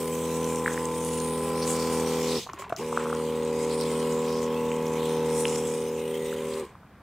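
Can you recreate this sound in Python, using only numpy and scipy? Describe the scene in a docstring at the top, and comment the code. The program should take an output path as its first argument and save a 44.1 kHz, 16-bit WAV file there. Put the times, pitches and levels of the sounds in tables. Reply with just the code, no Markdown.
"""A small pump hums and spray hisses from the first moment; the pump stops, restarts and stops again.
It sits in a backpack sprayer carried over gravel among trees. Tones tied to its turning shaft make the hum.
Bands of flickering noise make the spray and the distant air, short noise bursts the crunch of shoes.
Short dying rings make the wand and trigger knocks on plastic, clumped clicks the shifting straps."""
import sys
import numpy as np
from scipy import signal
from scipy.io import wavfile
from scipy.ndimage import uniform_filter1d

SR = 44100
rng = np.random.default_rng(int(sys.argv[2]) if len(sys.argv) > 2 else 0)


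def to_wav(sig):
    """Store sig (one row per channel, or 1-D mono) as 16-bit WAV at the path in sys.argv[1].

    Samples outside -1..1 are clipped; the rate is SR.
    """
    pcm = np.clip(np.atleast_2d(sig), -1, 1) * 32767
    pcm = np.round(pcm).astype(np.int16)
    wavfile.write(sys.argv[1], SR, pcm.T)  # frames by channels


def convert_level_to_amplitude(level_db):
    """Map a level in decibels to its linear amplitude factor."""
    exponent = np.asarray(level_db, float) / 20
    return 10 ** exponent


N = 309572


def rms_one(x):
    """Scale a sound to an rms of 1."""
    return x / np.sqrt(np.mean(x ** 2) + 1e-20)


def in_time(rows):
    """Draw straight lines between table rows; the first column is t/s."""
    s, *columns = np.transpose(rows)
    return [np.interp(np.arange(N) / SR, s, column) for column in columns]


def at_hz(points, hz):
    """Read a table of (f/Hz, level/dB) at any frequency, along a log scale."""
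    table_hz, table_db = np.transpose(points)
    return np.interp(np.log(hz), np.log(table_hz), table_db)


def drift(rate_hz):
    """Slow random wandering of spread 1: noise at every 20th sample, smoothed twice."""
    r = np.exp(-40 * np.pi * rate_hz / SR)
    noise = rng.standard_normal(N // 20 + 3002)
    slow = signal.lfilter([1], [1, -2 * r, r * r], noise)[3000:]  # skip the settling part
    return np.interp(np.arange(N) / 20, np.arange(len(slow)), rms_one(slow - slow.mean()))


def band(x, low_hz, high_hz):
    """Keep the part of a sound between two frequencies."""
    edges_hz = [low_hz, min(high_hz, .45 * SR)]
    return signal.sosfilt(signal.butter(2, edges_hz, "band", fs=SR, output="sos"), x)


def swell(s, half_s):
    """A smooth bump in time."""
    return np.exp(-((np.arange(N) / SR - s) / half_s) ** 2)


def add(out, s, burst):
    """Mix a short sound in at a given second."""
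    i = round(s * SR)
    out[..., i:i + burst.shape[-1]] += burst[..., :N - i]


# how wide noise spreads left to right: (f/Hz, level/dB of side over mid)
SIDE_WIDTH = [(2000, -37), (2500, -24), (4400, -0.5), (8100, -10.5), (15000, -5.5)]


def noise_bands(spectrum, edges, flicker_db, flicker_rate, humps=(), lean_db=0):
    """Mid and side noise in bands that flicker separately, shaped by humps; mid rms about 1 each quarter second."""
    out = 0
    white = rng.standard_normal((2, 2, N))
    for k, (low, high) in enumerate(zip(edges, edges[1:])):
        hz = np.sqrt(low * high)
        lift = lean_db * np.log2(hz / 8000)
        for centre, width, db in humps:
            lift = lift + db * np.exp(-(np.log(hz / centre) / width) ** 2)
        gain = convert_level_to_amplitude(at_hz(spectrum, hz) + lift + flicker_db * drift(flicker_rate))
        mid_and_side = convert_level_to_amplitude(np.array([[0], [at_hz(SIDE_WIDTH, hz)]]))
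        out = out + gain * band(white[k % 2], low, high) * mid_and_side
    return out / np.sqrt(uniform_filter1d(out[0] ** 2, size=SR // 4))


AIR_DB = -51.5  # mid rms
# colour of far traffic and leaves: (f/Hz, relative level/dB per Hz)
AIR_COLOUR = [(18, -41), (30, -8.5), (86, -5), (113, 2.5), (131, -11.5), (210, -1), (284, -18.5),
              (601, -17.5), (1220, -17.5), (1540, -22), (5000, -45), (6500, -72), (11000, -120)]


def distant_air():
    """Far traffic and leaves blend into a low, gently flickering rumble of noise."""
    edges_hz = np.geomspace(25, 5000, 16)
    return convert_level_to_amplitude(AIR_DB) * noise_bands(AIR_COLOUR, edges_hz, flicker_db=.6, flicker_rate=8.0)


def trees(x, level_db, t60):
    """Trunks scatter a faint, smeared tail of the sound back."""
    t = np.arange(round(.3 * SR)) / SR
    tail = band(rng.standard_normal(len(t)), 564, 3800) * convert_level_to_amplitude(-60 * t / t60) * (t > .015)
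    tail = tail / np.sqrt(np.sum(tail ** 2))
    return convert_level_to_amplitude(level_db) * signal.fftconvolve(x, tail)[:N]


# straps and hose shift: (middle t/s, level/dB at the middle, half length t/s)
CREAKS = [(2.499, -38.5, 0.011), (2.6, -47, 0.056), (2.632, -48, 0.03), (2.695, -41.5, 0.016),
          (2.833, -43, 0.04), (3.02, -43, 0.076), (3.153, -45, 0.046), (6.52, -46.5, 0.17)]


def creak():
    """Straps and hose shift on the tank: clumps of dense clicks ring a dull shell."""
    clicks_per_s = 1100 * convert_level_to_amplitude(5.0 * drift(30))
    born = rng.random(N) < clicks_per_s / SR
    strength = convert_level_to_amplitude(2.8 * np.minimum(rng.exponential(1, N), 4))
    clicks = born * strength * rng.choice([-1, 1], N) + 1e-18
    shell = band(clicks, 980, 1120) + 1.4 * band(clicks, 380, 420) + 0.29 * band(clicks, 710, 2500)
    swells = sum(convert_level_to_amplitude(db) * swell(s, half_s) for s, db, half_s in CREAKS)
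    return swells * rms_one(shell)


# shoes scuff the gravel: (middle t/s, level/dB before the graininess, half length t/s, centre f/Hz)
SHOE_SCUFFS = [(0.498, -48, 0.085, 7900), (0.732, -45, 0.029, 7400), (1.07, -46, 0.031, 9200),
               (1.208, -50, 0.015, 4300), (1.63, -43, 0.017, 4800), (1.704, -35.5, 0.041, 7840),
               (1.814, -48, 0.13, 5050), (2.108, -50, 0.074, 4230), (2.344, -41.5, 0.088, 4070),
               (3.647, -50.5, 0.095, 7260), (3.716, -45.5, 0.022, 4300), (3.82, -48.5, .04, 4700),
               (3.92, -57, .02, 2600), (3.996, -58, 0.03, 5960), (4.331, -51, 0.12, 5300),
               (4.437, -48, .025, 6550), (5.063, -48.5, 0.097, 3580), (5.395, -40, .05, 8450),
               (5.497, -43, 0.014, 7000), (5.58, -55, .03, 6900), (5.694, -45.5, 0.028, 7100),
               (6.54, -54, .012, 4380)]


def scuffs():
    """Stones grind under a sole: a short swell of grainy noise around its centre, a little wide."""
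    out = np.zeros((2, N))
    t = np.arange(SR // 2) / SR - .25
    grain = rms_one(convert_level_to_amplitude(2.5 * drift(150)))
    for s, level_db, half_s, hz in SHOE_SCUFFS:
        noise = rng.standard_normal((2, len(t))) * convert_level_to_amplitude(np.array([[0], [-8.]]))  # mid, side
        body = rms_one(band(noise, hz / 1.2, hz * 1.17)) + .4 * rms_one(band(noise, 2500, 11000))
        add(out, s + t[0], convert_level_to_amplitude(level_db) * body * np.exp(-(t / half_s) ** 2))
    return out * grain


SMALL_TICKS, SMALL_TICK_DB, SMALL_TICKS_END_S = 22, -29, 6.5  # fainter ticks: tries, middle level, last time
# gravel under the shoes, the sharpest ticks: (t/s, level/dB before a 3.5 dB cut, centre f/Hz)
SHARP_TICKS = [(.0777, -22, 8730), (0.444, -19, 6700), (.5586, -17, 8500), (.8543, -17, 8000),
               (1.048, -16, 9850), (1.202, -17.5, 7810), (1.677, -15, 7640), (2.5331, -26.5, 6970),
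               (2.595, -29, 5900), (2.695, -20.5, 3360), (2.7635, -17.5, 5900), (3.149, -23.5, 7460),
               (3.811, -14, 4900), (4.124, -23, 7620), (4.146, -28, 7770), (4.867, -24, 5900),
               (5.3023, -29, 6500), (6.5375, -25, 4500), (5.4814, -20, 6800), (5.558, -15.5, 7050)]


def gravel():
    """Each tick is a short crack of noise, coloured around its centre, a little wide."""
    out = np.zeros((2, N))
    t = np.arange(1300) / SR
    small = []
    for when, loudness, pitch in rng.random((SMALL_TICKS, 3)):
        s = when * SMALL_TICKS_END_S
        # fainter ticks are kept only while the pump is switched on
        if any(on_s < s < off_s for on_s, off_s in PUMP_SWITCH):
            small.append((s, SMALL_TICK_DB + 10 * (loudness - .5), 6000 + 3500 * pitch))
    for s, level_db, hz in SHARP_TICKS + small:
        noise = rng.standard_normal((2, len(t))) * convert_level_to_amplitude(np.array([[0], [-8.]]))  # mid, side
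        crack = noise * convert_level_to_amplitude(-60 * t / 0.011)
        coloured = band(crack, hz / 1.33, hz * 1.14) + 0.17 * band(crack, 2900, 23000)
        add(out, s, convert_level_to_amplitude(level_db - 3.5) * coloured)
    return out


# soft thumps of tank and hose: (t/s, level/dB before a 2.5 dB cut, ring f/Hz)
SOFT_THUMPS = [(2.465, -32, 760), (2.539, -33, 323), (2.595, -32, 570), (2.7, -27, 690),
               (2.724, -16.5, 675), (3.916, -23, 470)]


def thumps():
    """Tank and hose give a low ring and a puff of noise that die together."""
    out = np.zeros(N)
    t = np.arange(2200) / SR
    for s, level_db, hz in SOFT_THUMPS:
        body = np.sin(2 * np.pi * hz * t) + 1.3 * band(rng.standard_normal(len(t)), 120, 1200)
        add(out, s, convert_level_to_amplitude(level_db - 2.5) * body * convert_level_to_amplitude(-60 * t / 0.045))
    return out


CONTACT_CYCLES = 0.752  # contact lasts this part of a ring cycle
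CRACK = .05  # gain of the noise crack
# wand and trigger knock on plastic: (t/s, level/dB before a 6.5 dB boost, ring f/Hz)
PLASTIC_KNOCKS = [(.66, -17.5, 1700), (.678, -17, 1580), (.776, -25, 1690), (2.47, -34, 990),
                  (2.491, -33, 1150), (2.534, -32, 1090), (2.622, -33.5, 1180), (2.641, -37, 1020),
                  (2.666, -38, 900), (2.704, -35, 1360), (2.725, -28.5, 1240), (2.794, -39, 1040),
                  (2.927, -24.5, 1040), (2.974, -16, 1260), (2.993, -36, 1080), (3.008, -39, 1050),
                  (3.056, -28, 1150), (3.068, -30, 1150), (3.1, -29.5, 1300), (3.128, -22, 1170),
                  (3.199, -33, 1100), (4.716, -29.5, 2500), (5.453, -17.5, 2700), (6.327, -33, 1440),
                  (6.753, -41, 1100), (6.832, -49, 1210)]


def knocks():
    """A few cycles of a damped shell that swell during the contact and die, a crack on top."""
    out = np.zeros(N)
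    t = np.arange(2200) / SR
    for s, level_db, hz in PLASTIC_KNOCKS:
        u = t * hz / CONTACT_CYCLES  # time in contacts; the swell tops at 2
        shell = np.sin(2 * np.pi * hz * t) + 0.39 * np.sin(2 * np.pi * 0.786 * hz * t)
        crack = CRACK * band(rng.standard_normal(len(t)), 570, 4000)
        shape = np.exp(-(u - 2) ** 2 / np.where(u < 2, 1.5, 4.0))
        start_s = s + 0.001303 - 2 * CONTACT_CYCLES / hz
        add(out, start_s, convert_level_to_amplitude(level_db + 6.5) * (shell + crack) * shape)
    return out


OPEN_S = .004  # the nozzle opens over this time
# the nozzle flows, and spits briefly while the pump rests:
# (open t/s, shut t/s, level/dB, pressure bleeding away in dB/s)
NOZZLE_FLOWS = [(-1, 2.42, 0, 200), (2.532, 2.54, -9, 600), (2.586, 2.622, -2, 500),
                (2.693, 2.705, -12, 600), (2.722, 2.73, -14, 600), (2.767, 6.6, 0, 190)]
# the wand swings: (t/s, hiss level/dB before flow and spatter, lean to the treble in dB per octave,
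# bright hump f/Hz, ground-echo dip f/Hz)
WAND_SWING = [(0, -42.5, 3.5, 8440, 6000), (.3, -43.5, 2, 8000, 5000), (.9, -43.5, 2, 8250, 4300),
              (1.1, -41, 4, 9400, 5230), (1.5, -42.5, 4.5, 8500, 6000), (1.9, -40.5, 2, 9000, 11300),
              (2.4, -38.5, 0, 7300, 11500), (2.6, -44.5, -2.5, 7240, 4600), (2.9, -46, 0.5, 8140, 4730),
              (3.4, -47, -2, 8300, 5240), (3.8, -41.5, 2.5, 8600, 6200), (4.15, -46, 0, 7650, 5500),
              (4.5, -45.5, -3.5, 8100, 4800), (5.2, -45, -1, 8700, 4540), (5.5, -38.5, 3, 7450, 4600),
              (5.9, -46, -1, 9000, 4600), (6.2, -48, -2.5, 8500, 5160), (6.5, -45.5, -1, 8550, 5470)]
# colour of the hiss: (f/Hz, relative level/dB per Hz)
HISS_COLOUR = [(1800, 3.5), (2600, 3), (3100, 4), (4300, -2.5), (5300, 2.5), (8500, -1), (9700, -1.5),
               (10800, -11.5)]
# finest droplets: (t/s, level/dB before flow and spatter)
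MIST_LEVEL = [(0, -48), (.5, -54), (1.2, -54.5), (2.2, -49.5), (2.9, -60), (4.4, -56), (5.4, -55.5),
              (6.5, -58)]
# colour of the finest droplets: (f/Hz, relative level/dB per Hz)
FINE_COLOUR = [(9500, 2), (12200, -1), (14700, 4.5), (15900, 0)]


def spray():
    """Fine droplets: patchy hiss whose hump and echo dip slide as the wand swings, with a spatter of impacts."""
    hiss_db, lean_db, hump_hz, dip_hz = in_time(WAND_SWING)
    mist_db = in_time(MIST_LEVEL)[0]
    t = np.arange(N) / SR
    flow = 0
    for open_s, shut_s, db, bleed in NOZZLE_FLOWS:
        opening = np.clip((t - open_s) / OPEN_S, 0, 1)
        flow = flow + opening * convert_level_to_amplitude(db - bleed * np.maximum(t - shut_s, 0))
    spatter = rms_one(convert_level_to_amplitude(1.8 * drift(96) + 1.0 * drift(2.2)))
    humps = [(hump_hz, .11, 5.0), (dip_hz, .15, -7.0)]  # (f/Hz, width in log frequency, level/dB)
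    hiss = noise_bands(HISS_COLOUR, np.geomspace(1900, 11000, 24), flicker_db=3.0, flicker_rate=6.2,
                       humps=humps, lean_db=lean_db)
    mist = noise_bands(FINE_COLOUR, np.geomspace(9800, 16600, 8), flicker_db=1.5, flicker_rate=3.0,
                       humps=[(12700, 0.059, 5.0)])
    return flow * spatter * (convert_level_to_amplitude(hiss_db) * hiss + convert_level_to_amplitude(mist_db) * mist)


START_S, COAST_S = .024, .052  # fade-in; time to fall 20 dB
RUN_DOWN_TURNS_PER_S2 = 105  # slowing after switch-off
SPIN_UP_LACK_TURNS_PER_S, SPIN_UP_S = 12, .04  # speed missing at the start; time to make it up
UPPER_WAVER_DB = 1.8  # each higher tone wavers in level slowly and at random
VALVE_MULTIPLES, VALVE_DB, VALVE_SPREAD_DB = range(35, 65), -68, 4  # faint uneven tones of the valves
# each run's switch: (on t/s, off t/s)
PUMP_SWITCH = [(-1, 2.358), (2.776, 6.61)]
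# crank angle where each run is first heard: one value a run [turns]
FIRST_TURN = [.774, .537]
# each run as the wearer walks and turns: (t/s, nearness level/dB,
# facing: swing of the tank-wall tone level/dB, body shading of the motor whine level/dB)
PUMP_RUNS = [
    [(0, -1.5, 1, 0), (.15, 0.5, -2, -2.5), (.45, 1.5, -3, -1), (.71, 0, -3, 0.5), (1.1, -0.2, -4, -2),
     (1.45, 1, 2, 0), (1.8, 2, 0, 2), (2, 3.5, -1, -0.5), (2.2, 2, 1, 0), (2.35, 1.5, 2.5, -1.5)],
    [(2.85, -4, -.5, 0), (3.1, -1.5, -1.5, -1), (3.45, -0.1, -0.5, -0.5), (3.94, 1.5, -1, 0),
     (4.4, 0.5, 0.5, 0), (4.65, 0.5, -5, -1.5), (4.95, 1.5, -3.5, 0), (5.25, 1, -1.5, 0.5),
     (5.5, 0.5, -0.5, 1.5), (5.9, -2.5, 0, -2), (6.3, -3.5, 3, -3), (6.48, -3.5, 3.5, -5),
     (6.6, -6, 7.5, -3)],
]
# shaft speed under load in each run: (t/s, speed in turns/s)
SHAFT_SPEED = [
    [(0, 40.75), (1, 40.77), (1.4, 40.65), (2.355, 40.63)],
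    [(3.2, 39.72), (4, 39.89), (4.9, 39.86), (5.2, 39.71), (5.8, 39.6), (6.6, 39.56)],
]
# tones on or close to multiples of the shaft speed;
# two strokes a turn favour the even ones, the tank wall beams the tenth:
# (multiple, level/dB in the faster run, level/dB in the slower run, dB per dB of facing);
# nearness, facing, shading and waver move these levels
SHAFT_TONES = [(2, -47, -50.5, -0.46), (3.996, -38, -39, -0.32), (5, -49, -49, 0.1),
               (6.015, -35, -35, -0.16), (7, -49, -44.5, 0.24), (8, -39, -42.5, -0.15),
               (9, -46.5, -44.5, 0.5), (10, -35.5, -32.5, 1), (11, -38, -40.5, 0), (12, -31.5, -28, -0.07),
               (13, -40, -41.5, 0.7), (14, -47, -39.5, 0.6), (15, -68.5, -70.5, -4.5),
               (15.86, -52.5, -55.5, 0.4), (19, -51, -52, -0.2), (20, -49.5, -53, 0.4),
               (21, -67, -53.5, 1.3), (21.92, -45.5, -47, -1.15), (23, -57, -51, 0.8),
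               (24.1, -51.5, -51.5, -1.4), (24.97, -40, -39.5, -0.27), (27, -50.5, -48, 0.3),
               (28, -57, -54, -0.9), (29, -62, -64, 1), (30, -62.5, -56.5, 2), (32.26, -54, -61.5, 1.9),
               (33, -62.5, -58, -1)]
# how late each part sounds, a row for multiples whose whole part is even, then one for odd:
# (low hum, housing ring, whine, valves) [turns]
PART_LAG = [(.03, .21, .3, .1), (.07, .19, .36, .1)]
# grit of uneven strokes: (low f/Hz, high f/Hz, level/dB before nearness, facing and shading, dB per dB of facing)
STROKE_GRIT = [(110, 325, -57, -0.5), (352, 573, -51.5, 0.8), (667, 1350, -48.5, 0.2),
               (1450, 3790, -53, 0.2)]


def pump(which, waver_db, rasp_depth):
    """Tones locked to the shaft; uneven strokes add grit between them and the valves rasp on each stroke."""
    near_db, facing_db, shade_db = in_time(PUMP_RUNS[which])
    t = np.arange(N) / SR
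    on_s, off_s = PUMP_SWITCH[which]
    coasting = np.maximum(t - off_s, 0)
    # after switch-off the pressure stalls it ever faster
    on = np.clip((t - on_s) / START_S, 0, 1) * convert_level_to_amplitude(-20 * (coasting / COAST_S) ** 2.2)
    spin_up_lack = SPIN_UP_LACK_TURNS_PER_S * np.clip(1 - (t - on_s) / SPIN_UP_S, 0, 1)
    speed = in_time(SHAFT_SPEED[which])[0] - RUN_DOWN_TURNS_PER_S2 * coasting - spin_up_lack
    turn = 2 * np.pi * (FIRST_TURN[which] + np.cumsum(speed * (t >= on_s)) / SR)
    slack = [0, 0, 0.0055 * drift(3.3), 0.023 * drift(3.6)]  # loose parts do not keep exact time
    valve_db = rng.normal(VALVE_DB, VALVE_SPREAD_DB, len(VALVE_MULTIPLES))
    valve_tones = [(k, db, db, 0) for k, db in zip(VALVE_MULTIPLES, valve_db)]
    out = 0
    for k, *level_db, beam in SHAFT_TONES + valve_tones:
        part = np.searchsorted([8.5, 15.5, 34.5], k)  # hum, housing, whine or valves
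        late = turn - 2 * np.pi * PART_LAG[int(k) % 2][part] + slack[part]
        high = k > 14.5
        waver = (UPPER_WAVER_DB if high else waver_db) * drift(1.3)
        swing_db = beam * facing_db + waver + high * shade_db
        sign = 1 if part == 1 else -1  # the housing swings against the diaphragm
        out = out + sign * convert_level_to_amplitude(level_db[which] + swing_db) * np.cos(k * late)
    strokes = 1 + rasp_depth * np.cos(2 * turn - 1.2) + 0.015 * np.cos(turn)
    for low_hz, high_hz, level_db, beam in STROKE_GRIT:
        grit = rms_one(strokes * band(rng.standard_normal(N), low_hz, high_hz))
        out = out + convert_level_to_amplitude(level_db + beam * facing_db + (low_hz > 500) * shade_db) * grit
    return on * convert_level_to_amplitude(near_db) * out


def scene():
    """Add the air, shoes and spray in stereo to the pump, knocks and creaks in the middle."""
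    mid, side = distant_air() + scuffs() + gravel() + spray()
    hum = sum(pump(which, waver_db=0.96, rasp_depth=0.17) for which in range(len(PUMP_RUNS)))
    near = creak() + thumps() + knocks() + hum
    mid = mid + near + trees(near, level_db=-19, t60=.3)
    # close capsules hear the bass alike
    side = signal.sosfilt(signal.butter(6, 2100, "high", fs=SR, output="sos"), side)
    return np.array([mid + side, mid - side])


def top_cut(x):
    """Nothing passes above the cut-off."""
    return signal.sosfilt(signal.butter(12, 16340, fs=SR, output="sos"), x)


def record(dry):
    """The microphone hisses faintly, and the very top and bottom are cut."""
    hiss = convert_level_to_amplitude(-70) * band(rng.standard_normal(dry.shape), 3000, 19000)
    mix = signal.sosfilt(signal.cheby2(18, 55, 16100, fs=SR, output="sos"), dry + hiss)
    mix = signal.sosfilt(signal.butter(2, 50, "high", fs=SR, output="sos"), mix)
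    return top_cut(mix)


dry = scene()
out = record(dry)
to_wav(out)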